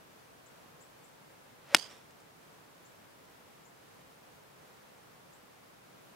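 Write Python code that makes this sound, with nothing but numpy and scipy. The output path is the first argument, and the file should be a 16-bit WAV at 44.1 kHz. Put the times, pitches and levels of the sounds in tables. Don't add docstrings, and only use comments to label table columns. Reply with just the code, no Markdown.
import sys
import numpy as np
from scipy import signal
from scipy.fft import rfft, irfft, next_fast_len
from scipy.io import wavfile

SR = 44100
rng = np.random.default_rng(int(sys.argv[2]) if len(sys.argv) > 2 else 0)


def dump(signal):
    limited = np.clip(np.atleast_2d(signal).T, -1, 1)
    pcm = np.round(limited * 32767).astype(np.int16)
    wavfile.write(sys.argv[1], SR, pcm)


N = 271479
IMPACT_S = 1.7468

# pitch_hz [Hz], level_db [dB per Hz]
SNAP_COLOUR = [(30, -46), (100, -22), (170, -10), (300, -6.5), (460, -22), (560, -5), (680, -3),
               (2500, -19.5), (4300, -17), (7000, -26.5), (10000, -16.5), (13000, -25.5), (16000, -50.5)]


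def from_db(db):
    return 10 ** (np.asarray(db) / 20)


def rms_one(x):
    return x / np.sqrt(np.mean(x ** 2) + 1e-20)


def since(start_s):
    return np.maximum(np.arange(N) / SR - start_s, 0)


def bin_hz():
    return np.fft.rfftfreq(next_fast_len(N), 1 / SR)


def at_hz(points):
    hz, value = np.transpose(points)
    return np.interp(np.log(bin_hz() + 1), np.log(hz), value)


def coloured(gain):
    size = next_fast_len(N)
    spectrum = rfft(rng.standard_normal(size)) * gain
    return rms_one(irfft(spectrum, size)[:N])


def drift(rate_hz):
    return coloured(1 / (1 + (bin_hz() / rate_hz) ** 2))


def panned(x, left_db):
    return x * from_db(left_db * np.array([[.5], [-.5]]))


def stereo_noise(spectrum_db, likeness, left_db=0):
    size = next_fast_len(N)
    alike = np.clip(likeness, -.9, 1)
    mid, side = rfft(rng.standard_normal((2, size))) * from_db(spectrum_db)
    width = np.sqrt((1 - alike) / (1 + alike))
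    spectra = mid + width * side * [[1], [-1]]
    pair = irfft(panned(spectra, left_db), size)[:, :N]
    return pair / np.std(pair.mean(axis=0))


def burst(start_s, rise_s, t60, hold_s=0):
    rise = 1 - np.exp(-since(start_s) / rise_s)
    decay = from_db(-60 * since(start_s + hold_s) / t60)
    return rise * decay


def resonances(table, hz):
    power = 0
    for centre, width, db in table:
        damping = hz * width
        power = power + (from_db(db) * damping) ** 2 / ((hz ** 2 - centre ** 2) ** 2 + damping ** 2)
    return power


def band(bottom_hz, top_hz):
    hz = bin_hz()
    bass_loss = 1j * hz / (bottom_hz + 1j * hz)
    return bass_loss / (1 + 1j * hz / top_hz)


def causal_pulse(power):
    size = next_fast_len(N)
    cepstrum = irfft(np.log(power / power.mean() + 1e-12), size)
    cepstrum[0] /= 2
    return np.exp(rfft(cepstrum[:size // 2], size))


def air(level_db=-59.9, waver_db=.35, waver_hz=3):
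    # pitch_hz [Hz], level_db [dB per Hz]
    air_colour = [(15, -48), (25, -20), (64, -12), (110, -4.5), (150, 0), (200, -3.5), (380, -5.5),
                  (490, -3), (600, -5.5), (1050, -7.2), (2200, -13.3), (4400, -19), (8000, -22.5),
                  (15500, -24.5)]
    # pitch_hz [Hz], likeness [correlation of left and right]
    air_likeness = [(30, .35), (80, .65), (150, .68), (200, .28), (320, 0), (950, -.12), (2400, .05),
                    (15000, .1)]
    gain = from_db(level_db + waver_db * drift(waver_hz))
    return gain * stereo_noise(at_hz(air_colour), at_hz(air_likeness))


def bird(width_hz=380, sweep=.11, sweep_s=.0206, warble=.07, warble_hz=110, t60=.21,
         left_db=12, trim_db=-1.5):
    # [centre, Hz]
    chips = [(.459, -59.5, 7300), (.803, -57.5, 7300), (1.036, -60, 7340), (2.85, -59.5, 7020),
             (3.65, -62, 6960), (5.33, -60.5, 7300)]
    smear = np.array([drift(width_hz) + 1j * drift(width_hz) for side in range(2)]) / np.sqrt(2)
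    out = 0
    for (start_s, db, hz), pace in zip(chips, rng.uniform(.8, 1.2, len(chips))):
        slides = signal.sawtooth(2 * np.pi * warble_hz * pace * since(start_s))
        climb = np.minimum(since(start_s) * pace / sweep_s, 1) - .5
        pitch = hz * (1 + sweep * climb + warble * slides)
        tone = np.exp(2j * np.pi * np.cumsum(pitch) / SR)
        envelope = from_db(db) * burst(start_s, rise_s=.0032, t60=t60 / pace)
        out = out + envelope * np.real(smear * tone)
    return panned(from_db(trim_db) * out, left_db)


def swish():
    # peak_s [s], level_db [dB], swell [dB per s], fade [dB per s]
    whooshes = [(1.747, -46, 215, 899.5), (1.865, -55.5, 131, 218.5)]
    # pitch_hz [Hz], level_db [dB per Hz]
    swish_colour = [(50, -24), (150, -9), (380, -7.5), (580, -3.5), (850, -4.5), (2000, -7.5), (4000, -15),
                    (8000, -24), (15000, -36.5)]
    now = np.arange(N) / SR
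    force = 0
    for peak_s, db, swell, fade in whooshes:
        force = force + from_db(db - np.maximum(swell * (peak_s - now), fade * (now - peak_s)))
    return force * stereo_noise(at_hz(swish_colour), likeness=.99)


def shaft_tone(start_s=1.708, level_db=-44, hz=580, rise_s=.014, t60=.08,
               waver=.05, waver_hz=70, flutter_db=2):
    pitch = hz * (1 + waver * drift(waver_hz))
    hum = np.sin(2 * np.pi * np.cumsum(pitch) / SR)
    flutter = from_db(level_db + flutter_db * drift(waver_hz))
    return flutter * hum * burst(start_s, rise_s, t60, hold_s=IMPACT_S - start_s)


def strike(level_db=13, rebound=.72):
    # pitch_hz [Hz], width_hz [Hz], level_db [dB]
    clack = [(322, 37, -4), (680, 130, -5.5), (929, 107, -4.5), (1455, 180, 3.5), (1856, 81, 2.5),
             (2230, 260, 2), (2500, 120, -4), (2872, 115, 0.3), (3370, 115, 1.5), (3800, 230, -4),
             (4420, 200, -6.5), (4900, 170, -1), (5252, 150, 3.5), (5554, 130, -7.5), (6280, 300, -6.5),
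             (7210, 170, -12), (7770, 190, -3.5), (8650, 250, -9), (9300, 330, -7), (10100, 200, -14),
             (11200, 600, -9), (12600, 537, -14)]
    round_trips = [.000135, .000326]
    # delay_s [s], level_db [dB], bottom_hz [Hz], top_hz [Hz]
    crack_paths = [(0, 1, 20, 9170), (.00243, -7, 1410, 6280), (.00287, -11, 3050, 4270)]
    # [left minus right, dB]
    crack_balance = [(700, -0.6), (2000, -0.9), (9500, 0), (12000, 3.5)]
    hz = bin_hz()
    pulse = -causal_pulse(from_db(at_hz(SNAP_COLOUR)) ** 2 + resonances(clack, hz))
    for trip_s in round_trips:
        lag = np.exp(-2j * np.pi * hz * trip_s)
        pulse = pulse * (lag - rebound) / (1 - rebound * lag)
    arrivals = 0
    for delay_s, db, bottom_hz, top_hz in crack_paths:
        delay = np.exp(-2j * np.pi * hz * (IMPACT_S + delay_s))
        arrivals = arrivals + from_db(db) * band(bottom_hz, top_hz) * delay
    spectra = panned(pulse * arrivals, at_hz(crack_balance))
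    return from_db(level_db) * irfft(spectra, next_fast_len(N))[:, :N]


def ground_scatter(level_db=-30, t60=.033):
    noise = stereo_noise(at_hz(SNAP_COLOUR), likeness=.6)
    return from_db(level_db) * noise * burst(IMPACT_S, rise_s=.0003, t60=t60)


def crack(bass_hz=95):
    bass_cut = signal.butter(2, bass_hz, "high", fs=SR, output="sos")
    return signal.sosfilt(bass_cut, strike() + ground_scatter())


def turf(start_s=1.752, level_db=-44.5, rise_s=.0015, t60=.22, grain_db=3, grain_hz=150):
    # pitch_hz [Hz], level_db [dB per Hz]
    soil = [(40, -22), (70, -6), (120, -1), (300, 0), (600, -3), (1500, -8.5), (5000, -15.5), (10000, -22),
            (15000, -33)]
    grain = from_db(level_db + grain_db * drift(grain_hz))
    return grain * burst(start_s, rise_s, t60) * stereo_noise(at_hz(soil), likeness=.7)


def echoes(grain_db=2.1, grain_hz=240):
    # start_s [s], level_db [dB], rise_s [s],
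    # hold_s [s], t60 [s], doppler [pitch ratio], ring_db [dB], bottom_hz [Hz], top_hz [Hz],
    # aside [share of the far-right balance], likeness [left-right correlation]
    echo_table = [(1.762, -31.5, .0003, .002, 0.027, 0.87, 3, 700, 2200, .85, .9),
                  (1.7654, -37, 0.00064, .003, .045, 1.01, -6, 2002, 11990, 0.99, .8),
                  (1.781, -42.5, .003, 0.015, .07, 1.04, -1, 200, 15990, 1.1, .6),
                  (1.806, -48, .003, 0.023, 0.19, 1.07, -0.5, 150, 10000, 1.06, 0.4),
                  (1.846, -53.5, .004, .015, .12, 1.1, -3, 150, 4000, 0.8, .5),
                  (1.891, -54.5, .008, 0.029, 0.4, 1.22, -8, 200, 2400, 0.34, 0.6)]
    # pitch_hz [Hz], width_hz [Hz], level_db [dB]
    ball_ring = [(2950, 290, 10.5), (4530, 190, 15.5), (5900, 350, 5)]
    # pitch_hz [Hz], level_db [dB per Hz]
    scattered_snap = [(80, -8), (300, 1.5), (1600, 0.5), (2300, -1), (4000, -5.5), (6800, -4.5), (8000, -1),
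                      (9200, -2), (10200, -7), (12500, -10), (15000, -23)]
    # [left minus right, dB]
    right_balance = [(600, 0), (1900, -3.5), (3100, -8.5), (4800, -11.5), (8500, -11), (12000, -5.5)]
    out = 0
    for start_s, db, rise_s, hold_s, t60, doppler, ring_db, bottom_hz, top_hz, aside, likeness in echo_table:
        ring = from_db(ring_db) ** 2 * resonances(ball_ring, bin_hz() / doppler)
        power = from_db(at_hz(scattered_snap)) ** 2 + ring
        colour_db = 10 * np.log10(power * np.abs(band(bottom_hz, top_hz)) ** 2 + 1e-12)
        noise = stereo_noise(colour_db, likeness, aside * at_hz(right_balance))
        out = out + from_db(db) * burst(start_s, rise_s, t60, hold_s) * noise
    return out * from_db(grain_db * drift(grain_hz))


def ticks(t60=.055):
    # start_s [s], level_db [dB]
    tick_table = [(2.106, -60), (2.2, -59.5), (4.975, -63)]
    # pitch_hz [Hz], level_db [dB per Hz]
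    grass = [(120, -8), (400, -5.5), (1000, -4.5), (2000, 4), (3200, -8.5), (5500, -2), (8500, -3),
             (11000, -16), (15000, -29)]
    envelope = sum(from_db(db) * burst(start_s, rise_s=.001, t60=t60) for start_s, db in tick_table)
    return envelope * stereo_noise(at_hz(grass), likeness=.8)


def scene():
    shot = swish() + shaft_tone() + crack() + turf() + echoes() + ticks()
    return air() + bird() + shot


def record(dry, bass_hz=140, top=.92, cutoff_hz=15700):
    limited = dry / (1 + (dry / top) ** 6) ** (1 / 6)
    bass_cut = signal.butter(4, bass_hz, "high", fs=SR, output="sos")
    distortion = signal.sosfilt(bass_cut, limited - dry + 1e-18)
    top_cut = signal.ellip(10, .1, 80, cutoff_hz, fs=SR, output="sos")
    return signal.sosfilt(top_cut, dry + distortion)


dry = scene()
out = record(dry)
dump(out)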